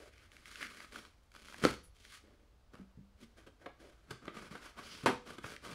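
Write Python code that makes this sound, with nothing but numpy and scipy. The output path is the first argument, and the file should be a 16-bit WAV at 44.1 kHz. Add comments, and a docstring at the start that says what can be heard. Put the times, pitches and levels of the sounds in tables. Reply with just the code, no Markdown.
"""Foam packing pulled from a machine

A hand works foam blocks out of a machine's enclosure in a small furnished room.
The foam rubs and creaks as random tiny slips shake it, and larger cells tick or crackle.
Twice a block springs free with a loud knock: ringing tones plus a noisy rattle.
In between, the first block is dropped on a sofa (low tones with a dull puff) and the fingers
bump about for a new grip (short noise bursts). A steady filtered noise is the room's rumble.
"""
import sys
import numpy as np
from scipy import signal
from scipy.fft import rfft, irfft, next_fast_len
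from scipy.io import wavfile
from scipy.ndimage import uniform_filter1d, map_coordinates

SR = 44100
rng = np.random.default_rng(int(sys.argv[2]) if len(sys.argv) > 2 else 0)


def put_to_file(sound):
    """Save the sound as 16-bit audio at rate SR, in the file named by the first command-line argument."""
    columns = np.atleast_2d(sound).T  # one column per channel
    safe = np.clip(columns, -1, 1)
    whole_steps = np.round(safe * 32767)
    wavfile.write(sys.argv[1], SR, whole_steps.astype(np.int16))


N = 253171
TIME = np.arange(N) / SR  # seconds from the start of the scene
AGE = np.arange(SR // 2) / SR  # seconds since a contact, for half a second

# Pushes and pulls that slide the foam, with levels before the mix in rubbing():
# (start [s], length [s], level [dB], swell over the stroke [dB], hollow part [dB], fizz part [dB],
#  hollow resonance [Hz], scrape resonance [Hz])
STROKES = [(0.0, .08, -60, -4, 2, -5.5, 570, 1610), (0.132, 0.12, -62, 0.5, -11, -8, 340, 2380),
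           (0.33, 0.1, -64, -6, -6.5, -3.5, 350, 2100), (0.463, .11, -56.5, 2, -13.5, -3, 360, 2090),
           (0.612, 0.026, -43, 3.5, -12, -8, 326, 2183), (0.705, .15, -55, -2, -9.5, -5, 354, 1900),
           (0.942, .022, -52, -2, -3, -3, 337, 1600), (0.986, .07, -60, -4, -5, -2.5, 343, 1550),
           (1.352, 0.012, -61, -1, -3.5, -1, 340, 1520), (1.395, .21, -61, 9.5, -4, -0.5, 330, 1620),
           (1.637, 0.013, -36.5, 2.5, 2, -6, 315, 1590), (1.685, .04, -50.5, -1.5, -5.5, -2.5, 312, 1526),
           (1.961, .135, -69.5, 6.5, -3, 4, 350, 1880), (2.128, 0.029, -55.5, 0.5, -22.5, -1.5, 356, 1830),
           (2.244, 0.097, -72.5, -6, 7.5, -16, 345, 1750), (2.742, 0.075, -64.5, -7, 2.5, -11, 325, 1410),
           (3.215, 0.01, -62, 0, 1.5, -1.5, 305, 1780), (3.39, .025, -62, -3.5, 0, -6, 453, 1586),
           (3.622, 0.0076, -59.5, 0, 4, -10.5, 510, 1560), (3.806, 0.088, -62.5, -3.5, 5, -6, 520, 1580),
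           (3.922, .17, -74, -10, -0.5, -7, 450, 1430), (4.116, 0.018, -51.5, -7, -2.5, -11.5, 249, 1380),
           (4.235, 0.07, -57, -3, -1.5, -13.5, 277, 1320), (4.352, .11, -54, 0, -1.5, -8, 284, 1420),
           (4.525, 0.055, -53.5, -3, -2.5, -8, 293, 1320), (4.629, 0.051, -53, -0.5, -8.5, -6.5, 415, 1450),
           (4.788, .015, -45, -4.5, -7, -12.5, 340, 1210), (4.835, 0.21, -56, -2, -4.5, -2.5, 265, 1480),
           (5.273, .062, -53, -1, -2.5, -7, 282, 1180), (5.449, 0.078, -51, -2.5, -2, -5, 350, 1450),
           (5.649, 0.13, -49, -2.5, -1.5, -7, 276, 1290)]
# The fast slide along the frame: (time [s], level [dB])
SLIDE_LEVEL = [(4.72, -120), (4.8, -73), (4.84, -60), (4.88, -65), (4.92, -54), (4.98, -61.5), (5.05, -69),
               (5.1, -120)]
# Tone of its bright rasp: (frequency [Hz], relative level [dB per Hz])
RASP_TONE = [(1800, -40), (2600, 0.5), (3050, 0.5), (3900, -3.5), (5100, 1), (6000, -4.5), (7500, -27.5),
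             (12000, -30)]
# Tone of the hollow part: (multiple of the resonance [ratio], relative level [dB per Hz])
HOLLOW_TONE = [(.15, -22.5), (.45, -7.5), (.7, -1), (1, -3), (1.3, -4.5), (1.7, -8.5), (2.6, -22.5),
               (8, -68.5)]
# Tone of the scraping part: (multiple of the resonance [ratio], relative level [dB per Hz])
SCRAPE_TONE = [(.2, -39.5), (.45, -11), (.62, -3), (.8, -2.5), (1, -2), (1.35, -8), (2, -17), (2.8, -20),
               (4.5, -44), (9, -76.5)]
# Tone of the fizzing foam cells: (frequency [Hz], relative level [dB per Hz])
FIZZ_TONE = [(1200, -37.5), (2300, 2.5), (3000, 1), (3900, 2.5), (5000, -2.5), (6500, -5.5), (8000, -9),
             (9800, -8), (11300, -12.5), (12700, -18.5), (15800, -22.5)]
ATTACK_T60_S = 0.11  # the foam gathers speed before a stroke: time to rise by 60 dB


def rubbing():
    """The same slips shake the whole block, scrape at its face and, with finer slips, fizz in its cells."""
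    out = np.zeros(N)
    judder = unit(amp(2 * wobble(rate=80)))  # the block moves in small jerks
    for start, length, db, swell_db, hollow_db, fizz_db, hollow_hz, scrape_hz in STROKES:
        t = max(start - ATTACK_T60_S, 0) + np.arange(SR) / SR
        gain = stroke_gain(t - start, length, db, swell_db) * np.interp(t, TIME, judder)
        coarse = slips(t, rate=2600) * gain
        extra = slips(t, rate=8200) * gain
        fine = (coarse + extra) / np.sqrt(2)
        hollow = amp(hollow_db - 2.0) * colour(coarse, around(HOLLOW_TONE, hollow_hz))
        scrape = amp(-3.5) * colour(coarse, around(SCRAPE_TONE, scrape_hz))
        fizz = amp(fizz_db) * colour(fine, FIZZ_TONE)
        add(out, t[0], hollow + scrape + fizz)
    slide_db, = curves(SLIDE_LEVEL)
    rasp = colour(slips(TIME, rate=20000) * amp(slide_db), RASP_TONE)
    return in_room(out + rasp, wet_db=-9.5)


RELEASE_T60_S = 0.21  # coming to rest after a stroke: time to fall by 60 dB
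CREEP_DB, CREEP_T60_S = -75, 1.1  # the foam creeps on faintly, however hard the stroke was


def stroke_gain(age, length, db, swell_db):
    """A stroke gathers speed, swells or eases while it lasts, then stops and creeps on a little."""
    before = np.maximum(-age, 0)
    after = np.maximum(age - length, 0)
    level_db = db + swell_db * (np.clip(age / length, 0, 1) - 0.5)
    slide = amp(level_db - 60 * after / RELEASE_T60_S)
    creep = amp(CREEP_DB - 60 * after / CREEP_T60_S)
    return amp(-60 * before / ATTACK_T60_S) * np.maximum(slide, creep)


# How unequal the slips are, more crackly when larger: (time [s], spread of slip size [dB])
GRIT = [(0, 0), (0.6, 4.5), (1.0, 2.5), (1.5, 7.5), (2.2, 3.5), (3.5, 3), (4.4, 1.5), (4.9, -2), (5.5, 3.5)]


def slips(t, rate):
    """Foam cells stick and slip: random clicks of unequal size, evened out to a steady mean power."""
    spread_db = np.interp(t, *np.transpose(GRIT))
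    sizes = amp(spread_db * np.minimum(rng.exponential(size=len(t)), 4.5))
    happens = rng.random(len(t)) < rate / SR
    train = happens * sizes * rng.choice([-1, 1], len(t))
    power = np.abs(uniform_filter1d(train ** 2, size=1400))
    return train / np.sqrt(power + 1e-6)


# Foam cells snapping past an edge, with levels before the mix in crackles():
# (time [s], level [dB], resonance [Hz])
CRACKLES = [(0.135, -61, 2600), (0.179, -54, 2360), (0.317, -49, 2600), (0.366, -45, 2480),
            (0.456, -42, 1980), (0.556, -37, 2360), (0.627, -27.5, 1800), (0.649, -54, 2400),
            (0.667, -39.5, 2480), (0.803, -37, 1600), (0.922, -43.5, 1900), (0.958, -34, 1560),
            (1.05, -44.5, 1550), (1.317, -53.5, 2360), (1.349, -43.5, 1270), (1.362, -43.5, 1470),
            (1.484, -41, 1470), (1.524, -41, 1410), (1.542, -35, 1340), (2.05, -46, 2240),
            (4.254, -43, 1400), (5.563, -37.5, 2750)]
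TICK_FIZZ_DB = -33.5  # fizz of a tick listed at 0 dB
TICK_FIZZ_GROWTH = 0.55  # dB of fizz per dB of tick: bigger cells snap duller


def crackles():
    """Single larger cells let go with a dry tick."""
    out = np.zeros(N)
    for s, db, hz in CRACKLES:
        grip = press(0.0014)
        fizz_db = TICK_FIZZ_DB + TICK_FIZZ_GROWTH * db
        tick = amp(db - 6.0) * burst(grip, around(SCRAPE_TONE, hz))
        add(out, s, tick + amp(fizz_db) * burst(grip, FIZZ_TONE))
    return in_room(out, wet_db=-9.5)


# Tone of the small ticks: (frequency [Hz], relative level [dB per Hz])
STRAY_TONE = [(600, -25), (1500, 0), (3000, -2), (4500, 0.5), (7000, -1.5), (10000, -1.5), (13000, -10.5),
              (15800, -13.5)]
SQUEEZE_START_S, SQUEEZE_END_S = 0.3, 1.62  # while the first block is squeezed
STRAY_PER_S, STRAY_DB, STRAY_SPREAD_DB = 45, -55.5, 5  # rate, middle level and spread


def stray_ticks():
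    """Small cells give way one by one under the grip: faint, bright ticks at random times."""
    squeezed = (TIME > SQUEEZE_START_S) & (TIME < SQUEEZE_END_S)
    sizes = amp(STRAY_DB + STRAY_SPREAD_DB * np.clip(rng.standard_normal(N), -2, 2))
    ticks = (rng.random(N) < STRAY_PER_S / SR) * squeezed * sizes
    return in_room(colour(ticks, STRAY_TONE), wet_db=-5.5)


# Fingers and blocks bumping the panels:
# (time [s], scrape level [dB], hollow relative to scrape [dB], fizz relative to scrape [dB],
#  hollow resonance [Hz], rise [s])
BUMPS = [(1.636, -31, -0.5, -13, 235, 0.0033), (2.752, -53, -7, -9, 443, 0.0018),
         (3.462, -60.5, 6.5, -4.5, 394, 0.0092), (3.658, -41.5, -6, -22, 540, .0046),
         (4.105, -44, -2.5, -3.5, 232, 0.0046), (4.278, -39.5, 1, -25, 326, 0.0027),
         (4.364, -46, -1, -11, 284, 0.0062), (4.508, -56.5, 11.5, -11, 231, 0.0039),
         (4.550, -43.5, -7, -16, 295, 0.0041), (5.031, -55, 13, -22, 258, 0.0089),
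         (5.304, -46.5, -2.5, -12.5, 260, 0.0023), (5.381, -47.5, 2, -6, 256, 0.0036),
         (5.440, -39.5, -7.5, -21, 333, 0.0033)]
BUMP_SCRAPE_HZ = 1380  # every bump scrapes at the same panel resonance


def bumps():
    """Fingers and foam give way on contact, so each bump is a short, rounded burst."""
    out = np.zeros(N)
    for s, db, hollow_db, fizz_db, hollow_hz, rise in BUMPS:
        force = press(rise)
        hollow = amp(hollow_db) * burst(force, around(HOLLOW_TONE, hollow_hz))
        scrape = burst(force, around(SCRAPE_TONE, BUMP_SCRAPE_HZ))
        fizz = amp(fizz_db) * burst(force, FIZZ_TONE)
        add(out, s, amp(db) * in_room(hollow + scrape + fizz, wet_db=-6.0))
    return out


# A block springs free: (time [s], snap level [dB], enclosure knock level [dB], rattle level [dB])
RELEASES = [(1.651, -13, -50.5, -35), (5.0599, -22.5, -35.5, -23.5)]
# Ringing tones of the released block: (frequency [Hz], level [dB], time to fall by 60 dB [s])
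BLOCK_MODES = [(160, -18, 0.019), (293, -2, 0.029), (492, -2, 0.038), (1330, -4.5, 0.022),
               (2030, -4.5, 0.0067), (3140, -4, 0.0036), (4400, -9.5, 0.013), (6760, -7.5, 0.0015)]
# Ringing tones of the enclosure's panels: (frequency [Hz], level [dB], time to fall by 60 dB [s])
PANEL_MODES = [(126.3, -9, 0.37), (221.4, -4.5, 0.35), (255, -3, 0.23), (322, -5.5, 0.14), (398, 7.5, 0.23),
               (492, -6.5, 0.57), (879, -4.5, 0.22), (1142, -6, 0.2), (1325, -8, 0.1), (1440, -10.5, 0.16),
               (1507, -3.5, 0.11)]
# Tone of the rattling enclosure: (frequency [Hz], relative level [dB per Hz])
RATTLE_TONE = [(40, -35), (130, -4), (300, -0.5), (500, -3), (700, -7.5), (900, -1.5), (1500, -7.5),
               (2000, -10), (3200, -15.5), (5000, -23), (7500, -30.5), (10500, -29), (13000, -42.5),
               (15800, -56.5)]
CHATTER_DB = 2.6  # how unequal the contacts of the rattle are


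def releases():
    """The bent block snaps straight, knocks the panels and sets the enclosure rattling."""
    out = np.zeros(N)
    for s, snap_db, knock_db, rattle_db in RELEASES:
        snap = amp(snap_db) * (ring(BLOCK_MODES) + 0.096 * burst(fade(0.016), FIZZ_TONE))
        knock = amp(knock_db) * ring(PANEL_MODES)
        chatter = unit(amp(CHATTER_DB * wobble(rate=900)))[:len(AGE)]  # quick repeated contacts
        rattle = amp(rattle_db) * burst(fade(0.21) * chatter, RATTLE_TONE)
        add(out, s, in_room(snap, wet_db=-11.5) + knock + in_room(rattle, wet_db=-11))
    return out


# Soft thuds of foam against the machine and the sofa:
# (time [s], level [dB], pitch [Hz], time to fall by 60 dB [s])
THUDS = [(1.654, -34, 124.5, 0.11), (1.701, -50, 66, 0.46), (1.874, -47.5, 49.8, 0.25),
         (2.793, -44.5, 192, 0.26), (2.974, -46, 161.5, 0.12), (2.982, -52.5, 198.4, 0.45),
         (3.225, -52.5, 232, 0.23), (3.661, -43, 547, 0.1), (4.109, -52.5, 126, 0.34),
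         (5.44, -46, 128, 0.14)]


def thuds():
    """A soft, heavy contact gives one low tone and a dull puff."""
    out = np.zeros(N)
    for s, db, hz, t60 in THUDS:
        soft_start = 1 - np.exp(-AGE / 0.0013)
        tone = np.sin(2 * np.pi * hz * AGE) * fade(t60) * soft_start
        puff = 0.51 * burst(fade(0.17), around(HOLLOW_TONE, hz))
        add(out, s, amp(db) * (tone + puff))
    return out


# Tone of the thin hiss: (frequency [Hz], relative level [dB per Hz])
WISP_TONE = [(4000, -23), (7500, -17), (9500, -13), (10300, -2.5), (11100, -13), (12000, -17), (15800, -32)]
WISP_S, WISP_RISE_S, WISP_DB = 1.825, 0.024, -65.5  # as the first block comes clear


def wisp():
    """A light graze of the foam gives only a thin, high hiss."""
    out = np.zeros(N)
    add(out, WISP_S, amp(WISP_DB) * burst(press(WISP_RISE_S), WISP_TONE))
    return out


# Tone of the quiet room: (frequency [Hz], relative level [dB per Hz])
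QUIET_TONE = [(20, -10), (55, 2.5), (90, -4), (150, -15.5), (300, -21), (700, -22.5), (1250, -25.5),
              (1900, -31), (4600, -34), (7500, -40.5), (15000, -47)]


def room_tone():
    """A low, steady indoor rumble with a trace of hiss, made from filtered noise."""
    return amp(-66) * unit(colour(rng.standard_normal(N), QUIET_TONE))


# How long the room's tail lasts: (frequency [Hz], time to fall by 60 dB [s])
ROOM_DECAY = [(100, .4), (400, 0.28), (2000, 0.32), (6000, 0.44), (14000, 0.16)]


def in_room(x, wet_db):
    """The direct sound, distinct echoes from near surfaces and a diffuse tail."""
    hz, t, z = signal.stft(rng.standard_normal(len(AGE)), SR, nperseg=256)
    decay = amp(-60 * t / along(ROOM_DECAY, hz)[:, None])
    tail = signal.istft(z * decay, SR)[1][:len(AGE)]
    hits = rng.random(len(AGE)) < 900 / SR  # about 900 echoes a second
    walls = hits * rng.standard_normal(len(AGE)) * fade(0.054)
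    echo = (unit(tail) + 0.88 * unit(walls)) * (1 - np.exp(-AGE / 0.0031))
    wet = signal.fftconvolve(x, echo / np.linalg.norm(echo))[:len(x)]
    return x + amp(wet_db) * wet


def press(rise):
    """A soft contact: the force swells for rise seconds and lets go."""
    return (AGE / rise) ** 2 * np.exp(2 - 2 * AGE / rise)


def fade(t60):
    """An exponential decay that falls by 60 dB in t60 seconds."""
    return np.exp(-np.log(1000) * AGE / t60)


def ring(modes):
    """A struck body rings as fading sine tones, here of alternating sign."""
    out = np.zeros(len(AGE))
    for k, (hz, db, t60) in enumerate(modes):
        out += (-1) ** (k + 1) * amp(db) * fade(t60) * np.sin(2 * np.pi * hz * AGE)
    return out


def burst(envelope, spectrum):
    """A cluster of tiny slips: coloured noise under an envelope, with that envelope's energy."""
    noise = envelope * rng.standard_normal(len(envelope))
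    return unit(colour(noise, spectrum)) * np.sqrt(np.mean(envelope ** 2))


def colour(x, spectrum, size=8192):
    """Filter of energy 1 with the given spectrum, responding only after its input."""
    hz = np.fft.rfftfreq(size, 1 / SR)
    cepstrum = irfft(np.log(amp(along(spectrum, hz))))
    cepstrum[1:size // 2] *= 2  # fold onto positive times: a minimum-phase filter
    cepstrum[size // 2 + 1:] = 0
    response = irfft(np.exp(rfft(cepstrum)))
    return signal.fftconvolve(x, response / np.linalg.norm(response))[:len(x)]


def around(shape, hz):
    """Place a relative spectrum at a resonance."""
    return np.array(shape) * [hz, 1]


def wobble(rate):
    """A smooth random curve, rate knots a second."""
    knots = rng.standard_normal(int(N * rate / SR) + 4)
    return map_coordinates(knots, [TIME * rate])


def along(points, hz):
    """Read (frequency [Hz], value) points on a log axis."""
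    f, v = np.transpose(points)
    return np.interp(np.log(hz + 1), np.log(f + 1), v)


def curves(rows):
    """One value per sample for each column after the time."""
    s, *cols = np.transpose(rows)
    return [np.interp(TIME, s, c) for c in cols]


def amp(db):
    """Decibels to gain."""
    return 10 ** (np.asarray(db) / 20)


def unit(x):
    """Scale to an rms (average strength) of 1."""
    return x / np.sqrt(np.mean(x ** 2) + 1e-20)


def add(track, s, sound):
    """Mix a sound into the track at time s in seconds."""
    start = max(round(s * SR), 0)
    track[start:start + len(sound)] += sound[:N - start]


# Tone of the open enclosure: (frequency [Hz], relative level [dB per Hz])
CAVITY_TONE = [(300, 0), (600, 1), (840, -8), (1020, -4), (1220, 2), (1380, -1), (1510, 2), (1800, -2),
               (2300, 1), (2650, -1), (3150, 3.5), (3750, -3), (4600, 1), (5500, 0)]


def scene():
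    """The handling is coloured by the open enclosure; all reaches one microphone."""
    handling = colour(rubbing() + crackles() + stray_ticks() + bumps(), CAVITY_TONE)
    return (handling + releases() + thuds() + wisp() + room_tone())[None]


TOP_HZ = 15750  # the recorder's band limit


def record(dry):
    """The recorder keeps nothing above its band limit."""
    size = next_fast_len(N + SR // 2)
    keep = np.fft.rfftfreq(size, 1 / SR) < TOP_HZ
    return irfft(rfft(dry, size) * keep, size)[:, :N]


dry = scene()
out = record(dry)
put_to_file(out)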